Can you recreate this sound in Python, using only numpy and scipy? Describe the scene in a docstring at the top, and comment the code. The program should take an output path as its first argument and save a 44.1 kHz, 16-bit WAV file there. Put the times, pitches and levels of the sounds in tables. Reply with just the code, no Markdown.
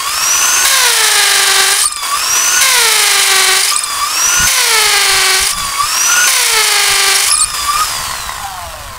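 """In a bare room a corded hammer drill is pushed into a concrete wall four times, close to the microphone.
One changing motor speed drives everything: fan whine, gear whirr and the ratchet that hammers the bit.
Each push drags the motor down; blows are filtered clicks, and crushed stone is filtered noise.
Between pushes the bit squeaks out of the hole and the loose gearbox rattles; at last the motor coasts down.
Filtered noise adds puffs of cooling air, and the bare walls return a short tail."""
import sys
import numpy as np
from scipy import signal
from scipy.fft import rfft, irfft, next_fast_len
from scipy.io import wavfile
from scipy.ndimage import map_coordinates

SR = 44100
rng = np.random.default_rng(int(sys.argv[2]) if len(sys.argv) > 2 else 0)


def bounce(signal):
    """Save signal as a 16-bit WAV file at the path given by the first command-line argument."""
    frames = np.transpose(np.atleast_2d(signal))
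    limited = np.clip(frames, -1, 1)
    pcm = np.round(limited * 32767).astype(np.int16)
    wavfile.write(sys.argv[1], SR, pcm)


N = 396018  # samples, about 9 s
TIME = np.arange(N) / SR  # s

# the drill is pushed into the wall: touch_s, weight_on_s, weight_off_s, lift_s, drag_turns_per_s,
# force_db, eased_db (change in force as the weight comes off), crunch_db (relative to the force),
# low_ring_hz, high_ring_hz (two rings of the bit)
PUSHES = [(0.645, 0.734, 1.754, 1.84, 122.7, -10, -6, -5, 1720, 3970),
          (2.605, 2.663, 3.625, 3.716, 128.5, -10.5, -6, -4.5, 2160, 3980),
          (4.464, 4.53, 5.439, 5.516, 129.5, -11, -5.5, -5.5, 2200, 4340),
          (6.269, 6.309, 7.24, 7.29, 121.7, -11, -2.5, -5, 2220, 4390)]
# the bit is drawn back and binds in the hole: start_s, end_s, drag_turns_per_s
PULLS = [(-0.15, 0.075, 135), (1.841, 2.148, 144), (3.71, 4.065, 130), (5.483, 5.829, 131),
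         (7.32, 7.79, 117.7)]
# the bit rubs the side of the hole: start_s, length_s, first_hz, middle_hz, last_hz, level_db
SQUEAKS = [(1.738, .007, 9200, 9500, 9700, -12), (1.811, 0.04, 7830, 9240, 7650, -13.5),
           (1.85, 0.03, 8700, 9200, 8800, -10), (1.876, 0.0095, 9400, 8050, 8400, -16),
           (1.921, 0.012, 9350, 7800, 8000, -17.5), (1.961, 0.0031, 9100, 8600, 8200, -13.5),
           (3.682, 0.0061, 4930, 5100, 5100, -11), (3.702, 0.0082, 4970, 5130, 5040, -11),
           (3.733, 0.017, 6650, 6750, 6840, -16), (3.761, 0.018, 8000, 9500, 9200, -10.5),
           (3.783, 0.017, 7100, 9700, 9200, -14.5), (3.836, 0.011, 9200, 8000, 8200, -13),
           (5.44, 0.0065, 5300, 5430, 5500, -16), (5.531, 0.0071, 5550, 5240, 5700, -17),
           (5.652, 0.0043, 9300, 9050, 8650, -18), (7.301, .009, 10400, 10200, 10800, -11),
           (7.313, 0.0067, 5260, 5050, 5250, -8), (7.319, 0.018, 10740, 10700, 10100, -9),
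           (7.337, 0.016, 10400, 10250, 9600, -10), (7.348, 0.035, 9600, 8100, 8350, -14),
           (7.376, 0.026, 10200, 10100, 10200, -15), (7.393, 0.024, 7500, 7300, 7800, -14),
           (7.405, 0.039, 9700, 8380, 8650, -9.5), (7.439, 0.0096, 8400, 9100, 9700, -9.5)]
# the binding bit holds the gears tight and the rattle drops: start_s, end_s, change_db
HUSHES = [(1.828, 1.966, -11), (1.94, 2.027, -7), (3.728, 3.902, -4), (5.496, 5.579, -6.5),
          (7.32, 7.54, -6.5)]
# the pinion whirrs louder for a moment, at lift-off, on speeding up or near top speed:
# start_s, end_s, gain_db
WHIRRS = [(0.05, 0.103, 9.5), (1.831, 1.88, 10), (2.102, 2.175, 9), (2.54, 2.632, 7), (3.7, 3.785, 6.5),
          (4.0, 4.095, 8.5), (4.275, 4.463, 7.5), (5.777, 5.864, 11), (6.05, 6.295, 8), (7.327, 7.467, 5.5),
          (7.665, 7.845, 11)]
# air from the vents buffets the microphone: middle_s, length_s, level_db
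GUSTS = [(1.865, 0.038, -39.5), (2.325, 0.087, -37), (4.27, 0.05, -32), (4.42, 0.11, -18),
         (4.877, 0.07, -36), (5.156, 0.16, -30), (5.426, 0.065, -26.5), (5.61, 0.25, -28.5),
         (5.85, 0.06, -33), (6.55, 0.055, -34), (6.918, 0.08, -28), (8.003, 0.12, -29)]

# colours of the sounds, all as: frequency_hz, level_db
BLOW_COLOUR = [(150, -20.5), (390, -5), (470, -4.5), (560, -10.5), (800, -4), (1040, -0.5), (1170, 0.5),
               (1620, 0), (2050, -2), (2600, -4), (3100, -5.5), (4200, -4), (7000, -9.5), (15000, -31.5)]  # ratchet blows
CRUSH_COLOUR = [(100, -58), (300, -36), (520, -11), (750, -2.5), (1100, 2.5), (1500, 0), (2200, 4),
                (2700, 0.5), (4300, 0), (6000, -2.5), (7300, -5), (11000, -5.5), (12000, -10),
                (14500, -16.5)]  # stone being crushed
GEARBOX_COLOUR = [(100, -23), (280, -16), (520, -12), (800, -6.5), (1080, 0.5), (1400, 0), (1750, -5),
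                  (2300, -6.5), (2850, -5), (3400, -6), (4800, -7.5), (6800, -10.5), (8400, -6.5),
                  (11000, -14)]  # clattering gear teeth
KNOCK_COLOUR = [(300, -35), (700, -4), (1060, 2.5), (1350, -7), (1650, -37), (1950, 3), (2400, -25),
                (5000, -36), (12000, -41)]  # chuck knocking against the pinion
HISS_COLOUR = [(2000, -18.5), (5000, 9.5), (8000, 10), (11000, 0.5), (13000, -2), (15500, -13)]  # brushes and air
AIR_COLOUR = [(15, -5.5), (42, -1), (80, -3), (150, -14), (230, -20), (500, -41), (2000, -70)]  # steady cooling air
GUST_COLOUR = [(20, 0), (45, -3), (90, -4), (150, -8.5), (215, -13.5), (300, -36), (600, -44), (2000, -70)]  # stronger gusts
# how loudly the housing gives out each tone as its pitch moves: pitch_hz, level_db
FAN_VOICE = [(2200, -44), (3650, -40), (3950, -34), (4600, -30.5), (4900, -25.5), (5200, -25.5),
             (5500, -19), (5800, -13), (6050, -15), (6400, -15)]
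PINION_VOICE = [(510, -44), (620, -37.5), (790, -25), (900, -33), (1130, -24), (1240, -25.5), (1350, -30),
                (1430, -26.5), (1500, -19)]

# peaks in the colour of the crunch, the last a thin hiss near 15 kHz: centre_hz, width_hz, level_db
CRUNCH_PEAKS = [(3070, 125, 3), (3700, 190, -2), (5210, 88, -1.5), (5880, 140, -3.5), (8520, 450, -4.5),
                (9290, 78, 3), (10200, 270, -10.5), (15280, 290, 11)]
# resonances of the gear housing: centre_hz, width_hz, level_db
HOUSING = [(1064, 135, -4.5), (1810, 130, -0.5), (3000, 100, -13), (4670, 250, -7), (8150, 110, -6),
           (11300, 500, -5)]
# lesser motor tones: multiple of the motor speed, level_db,
# best_speed_turns_per_s (the housing sings along most), width_turns_per_s (of that swell)
OVERTONES = [(1, -40.5, 365, 30), (5, -24, 185, 30), (6, -28, 180, 27), (8, -30, 343, 82),
             (8, -26.5, 131, 16), (12, -29, 284, 37), (24, -35.5, 310, 180), (34, -28.5, 291, 73),
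             (48, -48, 120, 98)]

BLADES, PINION_TEETH, WHEEL_TEETH, RATCHET_TEETH = 17, 4, 44, 16
# motor speeds in turns per s: running free, and at the start
FREE_SPEED, FIRST_SPEED = 384.3, 272.1
INERTIA_S = 0.257  # how slowly the motor follows its load
LEAN_S, EASE_S = 0.157, 0.24  # time for the weight to come on and off
# power off: the first loss of speed (turns per s, each s) and the share of it that fades each s
POWER_OFF_S, BRAKING, BRAKING_FADE = 7.81, 193.3, 0.28
TOP_SPEED = 365  # turns per s; reference for the sounds that grow with speed
SLACK_START_S, SLACK_END_S = 7.84, 8.42  # the coasting gears lose contact and knock


def amp(db):
    """Turns decibels into a gain."""
    return 10 ** (np.asarray(db) / 20)


def unit(x):
    """Scales a sound to rms 1."""
    return x / np.sqrt(np.mean(x ** 2) + 1e-20)


def between(start, end, rise_s=0.0082, fall_s=0.021):
    """A gate that starts to rise at start and is shut again at end."""
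    return np.clip((TIME - start) / rise_s, 0, 1) * np.clip((end - TIME) / fall_s, 0, 1)


def ramp(middle, length):
    """Rises from 0 to 1 in length seconds."""
    return np.clip((TIME - middle) / length + 0.5, 0, 1)


def arch(start, end):
    """A parabola of height 1 between two times."""
    return np.maximum(4 * (TIME - start) * (end - TIME) / (end - start) ** 2, 0)


def read(points, hz):
    """Reads a level in dB, joined by straight lines on a log-frequency axis."""
    f, db = np.transpose(points)
    return np.interp(np.log(hz), np.log(f), db)


def colour(x, spectrum, rings=()):
    """Filters a sound with a spectrum and a few resonances, without sounding ahead of time."""
    size = next_fast_len(N + 8192)
    hz = abs(np.fft.fftfreq(size, 1 / SR))
    f, db = np.transpose(spectrum)
    gain = amp(np.interp(np.log(hz + 1), np.log(f), db))
    for centre, width, ring_db in rings:
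        gain = gain * (1 + amp(ring_db) / (1 + (2 * (hz - centre) / width) ** 2))
    # minimum phase: the response follows from the gain alone
    response = np.exp(np.conj(signal.hilbert(np.log(gain))))
    return irfft(rfft(x, size) * response[:size // 2 + 1], size)[:N]


def wander(hz):
    """Smooth chance of rms 1, up to about hz."""
    at = TIME * hz * 2
    return unit(map_coordinates(rng.standard_normal(16384), [at], order=1, mode="grid-wrap"))


def worn(turns, size):
    """Uneven metal: one random pattern that comes round again on every turn."""
    pattern = rng.standard_normal(size)
    return unit(map_coordinates(pattern, [turns % 1 * size], order=3, mode="grid-wrap"))


def clicks(cycles):
    """One sharp impulse at each whole number of cycles, placed between samples where needed."""
    at = np.flatnonzero(np.diff(np.floor(cycles)) > 0)
    late = (np.ceil(cycles[at]) - cycles[at]) / (cycles[at + 1] - cycles[at])
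    taps = np.arange(-6, 8)
    out = np.zeros(N)
    np.add.at(out, np.clip(at[:, None] + taps, 0, N - 1), np.sinc(taps - late[:, None]))
    return out


def ratchet_blows(chuck):
    """Ratchet teeth knock the bit into the stone; the off-centre chuck makes them swing."""
    angle = 2 * np.pi * chuck
    # timing errors, in teeth
    teeth = RATCHET_TEETH * chuck + 0.038 * np.sin(angle) + 0.014 * np.sin(2 * angle)
    teeth += 0.0084 * worn(chuck, size=16) + 0.0055 * wander(150)
    hardness = amp(3.0 * wander(11))  # the tip meets pebbles and soft cement
    swing = 1 + 0.19 * (np.cos(angle) + np.cos(2 * angle))  # once and twice a turn
    return teeth, unit(colour(clicks(teeth) * hardness * swing, BLOW_COLOUR))


def crushed_stone(chuck, teeth):
    """Each blow crushes stone and sets the steel chattering, partly alike from turn to turn."""
    angle = 2 * np.pi * chuck
    grit = rng.standard_normal(N) + worn(chuck, size=1024)
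    chip_db = 2 * rng.standard_normal(8192)[teeth.astype(int) % 8192]  # each blow differs
    burst = amp(chip_db) * np.exp(-(teeth % 1) / 0.48)  # dies down towards the next tooth
    grit = unit(colour(grit * (0.87 + burst), CRUSH_COLOUR, CRUNCH_PEAKS))
    treble = signal.sosfilt(signal.butter(3, 5700, "high", fs=SR, output="sos"), grit)
    chatter = signal.sosfilt(signal.butter(3, 5700, "low", fs=SR, output="sos"), grit)
    # the two cutting edges bite in turn
    throb_db = 1.8 * np.cos(2 * angle) + 1.6 * np.cos(angle + 1) + 0.54 * wander(25)
    return chatter, unit(treble * amp(throb_db))


def hammer(motor):
    """Blows, chatter and crunch follow the pressure of each push, and the bit rings with them."""
    settle_s, fresh_db, fresh_crunch_db = 0.59, -1.5, 2.5  # the tip beds in
    ease_lead_s, eased_crunch_db = 0.11, 5  # as the weight comes off, the tip scrapes more
    jolt_db, jolt_s = 7.5, 0.018  # the first contact
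    ring_out_s = 0.022  # the chatter outlasts the last blow
    chuck = motor * PINION_TEETH / WHEEL_TEETH
    teeth, blows = ratchet_blows(chuck)
    chatter, crunch = crushed_stone(chuck, teeth)
    out = np.zeros(N)
    for touch, _, _, lift, _, db, eased_db, tip_db, low_hz, high_hz in PUSHES:
        age = np.maximum(TIME - touch, 0)
        fresh = np.maximum(1 - age / settle_s, 0)
        eased = ramp(lift - ease_lead_s, EASE_S)
        force_db = db + fresh_db * fresh + eased_db * eased + jolt_db * np.exp(-age / jolt_s)
        crunch_db = tip_db + fresh_crunch_db * fresh + eased_crunch_db * eased
        # clean blows need full pressure; a light touch only scrapes
        firmness = amp(-8 * eased - 3 * fresh) * between(touch, lift, fall_s=0.048)
        body = chatter + amp(2.2) * firmness * blows
        low_ring = amp(-3) * signal.lfilter(*signal.iirpeak(low_hz, 8, SR), body)
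        high_ring = amp(-1) * signal.lfilter(*signal.iirpeak(high_hz, 13, SR), body)
        stroke = amp(-4.0) * (body + low_ring + high_ring) + amp(crunch_db + 1) * crunch
        out += between(touch, lift + ring_out_s, fall_s=0.027) * amp(force_db) * stroke
    return out


def motor_speed():
    """Turns per second: the motor lags behind its load, and coasts down once the power is off."""
    drag = np.zeros(N)
    for _, weight_on, weight_off, _, loss, *_ in PUSHES:
        drag += loss * ramp(weight_on, LEAN_S) * (1 - ramp(weight_off, EASE_S))
    for start, end, loss in PULLS:
        drag += loss * arch(start, end)
    keep = np.exp(-1 / (INERTIA_S * SR))  # share of the old speed kept at each sample
    powered = FIRST_SPEED + signal.lfilter([1 - keep], [1, -keep], FREE_SPEED - drag - FIRST_SPEED)
    held = np.interp(np.minimum(TIME, POWER_OFF_S), TIME, powered)
    coast_s = np.maximum(TIME - POWER_OFF_S, 0)
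    return held - BRAKING * coast_s * (1 - BRAKING_FADE * coast_s / 2)


def gearbox(motor, speed):
    """Unloaded teeth clatter in their backlash; with the power off, the pattern of each turn stands out."""
    octaves = np.log2(speed / TOP_SPEED)
    # dB at top speed, dB per doubling of speed, and a least level in dB
    rattle_gain = np.hypot(amp(-15.5 + 15.5 * octaves), amp(-30.5))
    hiss_gain = np.hypot(amp(-17 + 21.5 * octaves), amp(-52))
    # strength of the part that repeats each turn: under power, then coasting
    regular = np.interp(TIME, [POWER_OFF_S, POWER_OFF_S + 0.57], [0.06, 0.17])
    knocks = rng.standard_normal(N) * amp(2.0 * wander(170) + 2 * np.cos(2 * np.pi * motor))
    clatter = unit(knocks) + regular * worn(motor, size=32)
    rattle = unit(colour(clatter, GEARBOX_COLOUR, HOUSING))
    hiss = unit(colour(rng.standard_normal(N) * amp(0.67 * wander(220)), HISS_COLOUR))
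    return rattle_gain * rattle + hiss_gain * hiss


def rasp(motor, speed):
    """Near full speed the gear teeth rasp against each other in rough bursts."""
    level_db = -22 + 32 * np.log2(speed / TOP_SPEED)  # 32 dB per doubling of speed
    bursts = rng.standard_normal(N) * amp(4 * wander(120) + 3 * np.cos(2 * np.pi * motor))
    band = signal.iirpeak(2650, 4.0, SR)  # centre Hz, sharpness
    narrowed = signal.lfilter(*band, signal.lfilter(*band, bursts))
    return amp(level_db) * unit(narrowed)


def hush():
    """The dB by which the gears quieten while the binding bit holds them tight; they break loose at once."""
    return sum(db * between(start, end, rise_s=0.04, fall_s=0.0032) for start, end, db in HUSHES)


def backlash(motor):
    """The heavy chuck overruns the motor and knocks against the pinion a few times a turn."""
    cycles = 3 * motor * PINION_TEETH / WHEEL_TEETH + 0.3 * wander(12)  # 3 knocks per chuck turn
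    knocks = colour(clicks(cycles) * amp(3 * wander(60)), KNOCK_COLOUR, HOUSING)
    return amp(-26.5) * between(SLACK_START_S, SLACK_END_S, rise_s=0.055) * unit(knocks)


def tone(cycles, shake_db, blur):
    """A machine tone of rms 1 whose loudness and phase (blur, in radians) tremble."""
    return unit(amp(shake_db * wander(60)) * np.sin(2 * np.pi * cycles + blur * wander(70)))


def whine(motor, speed):
    """Fan blades and pinion teeth sing at multiples of the motor speed."""
    fan_gain = amp(read(FAN_VOICE, BLADES * speed))
    fan = fan_gain * tone(BLADES * motor, shake_db=1.54, blur=0.13)
    mesh = PINION_TEETH * motor
    mesh_db = read(PINION_VOICE, PINION_TEETH * speed)
    mesh_db += sum(db * between(start, end, rise_s=0.02) for start, end, db in WHIRRS)
    octave = tone(2 * mesh, shake_db=9, blur=0.18)
    pinion = tone(mesh, shake_db=3.0, blur=0.47) + amp(-17) * octave
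    # the whirr stops while the gears are out of contact
    meshed = 1 - between(SLACK_START_S, SLACK_END_S, rise_s=0.085, fall_s=0.06)
    out = fan + amp(mesh_db) * pinion * meshed
    unpowered_db = -5 * ramp(POWER_OFF_S, 0.1)  # the lesser tones weaken once the current stops
    for multiple, db, best_speed, width in OVERTONES:
        swell = (1 + (2 * (speed - best_speed) / width) ** 2) ** -0.62
        out += amp(db + unpowered_db) * swell * tone(multiple * motor, shake_db=3.5, blur=0.52)
    return out


def squeaks():
    """Stick-slip squeals of steel on stone, with weaker partials at a half and three halves of the pitch."""
    out = np.zeros(N)
    waver_hz = 170 * wander(300)
    flutter = amp(3.8 * wander(200))
    for start, length, first, middle, last, db in SQUEAKS:
        at = round(start * SR) + np.arange(round(length * SR))
        age = np.linspace(0, 1, len(at))
        hz = np.interp(age, [0, 0.5, 1], [first, middle, last]) + waver_hz[at]
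        half = np.pi * np.cumsum(hz) / SR  # phase at half the pitch
        squeal = np.sin(2 * half) + amp(-10) * np.sin(half) + amp(-26) * np.sin(3 * half)
        grab = np.minimum(age * 10, 1) * np.sqrt(1 - age)  # catches quickly, then lets go
        out[at] += amp(db) * unit(squeal * flutter[at] * grab)
    return out


def skidding():
    """As the pressure eases, the tip skids in a flurry of tiny chirps."""
    hz = 5150 + 380 * wander(37) + 110 * wander(400)
    phase = 2 * np.pi * np.cumsum(hz) / SR
    grip = np.maximum(wander(70), 0) ** 2
    easing = sum(between(lift - 0.26, lift, rise_s=0.1) for _, _, _, lift, *_ in PUSHES)
    return amp(-25) * easing * unit(grip * (np.sin(phase) + amp(-1) * np.sin(2 * phase)))


def draught(bogged):
    """Lumpy low puffs of cooling air: weak while the motor labours, stronger once the drill is drawn back."""
    withdrawn = ramp(7.2, 0.4)  # around 7.2 s the vents come to face the microphone
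    steady = amp(-45 - 12 * bogged + 11 * withdrawn)
    flow = unit(colour(rng.standard_normal(N) * amp(3 * wander(13)), AIR_COLOUR))
    gusts = sum(amp(db - 1) * arch(middle - length / 2, middle + length / 2)
                for middle, length, db in GUSTS)
    return steady * flow + gusts * unit(colour(rng.standard_normal(N), GUST_COLOUR))


def room(x):
    """Bare walls return a short, dense tail."""
    t60 = 0.22  # s for the tail to fall by 60 dB
    t = np.arange(SR // 2) / SR
    tail = rng.standard_normal(len(t)) * amp(-60 * t / t60) * (t > 0.002)
    return x + amp(-14) * signal.fftconvolve(x, tail / np.linalg.norm(tail))[:N]


def scene():
    """One motor speed drives hammer, gears and whine; the room answers."""
    # load takes up the slack in the gears
    load = sum(between(touch, lift) for touch, _, _, lift, *_ in PUSHES)
    # the whine fades as the motor slows
    bogged = sum(between(touch, lift + 0.055, rise_s=0.35, fall_s=0.28)
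                 for touch, _, _, lift, *_ in PUSHES)
    speed = motor_speed() + 0.704 * load * wander(12)  # uneven stone makes the motor stumble
    motor = np.cumsum(speed) / SR  # turns so far
    hush_db = hush()
    gears = amp(-12 * load + hush_db) * (gearbox(motor, speed) + rasp(motor, speed))
    tones = amp(-5 * bogged - 9 * load + 0.45 * hush_db) * whine(motor, speed)
    drill = hammer(motor) + gears + backlash(motor) + tones
    return (room(drill + skidding()) + squeaks() + draught(bogged))[None]


def record(dry):
    """The loudest peaks are rounded off; then everything above about 15.7 kHz is cut."""
    ceiling = 0.97
    fine = signal.resample_poly(dry, 2, 1, axis=1)  # double rate while rounding
    rounded = fine / (1 + (fine / ceiling) ** 8) ** (1 / 8)
    held = signal.resample_poly(rounded, 1, 2, axis=1)
    lowpass = signal.firwin(1023, 15720, window=("kaiser", 8), fs=SR)
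    return signal.oaconvolve(held, lowpass[None], "same")


dry = scene()
out = record(dry)
bounce(out)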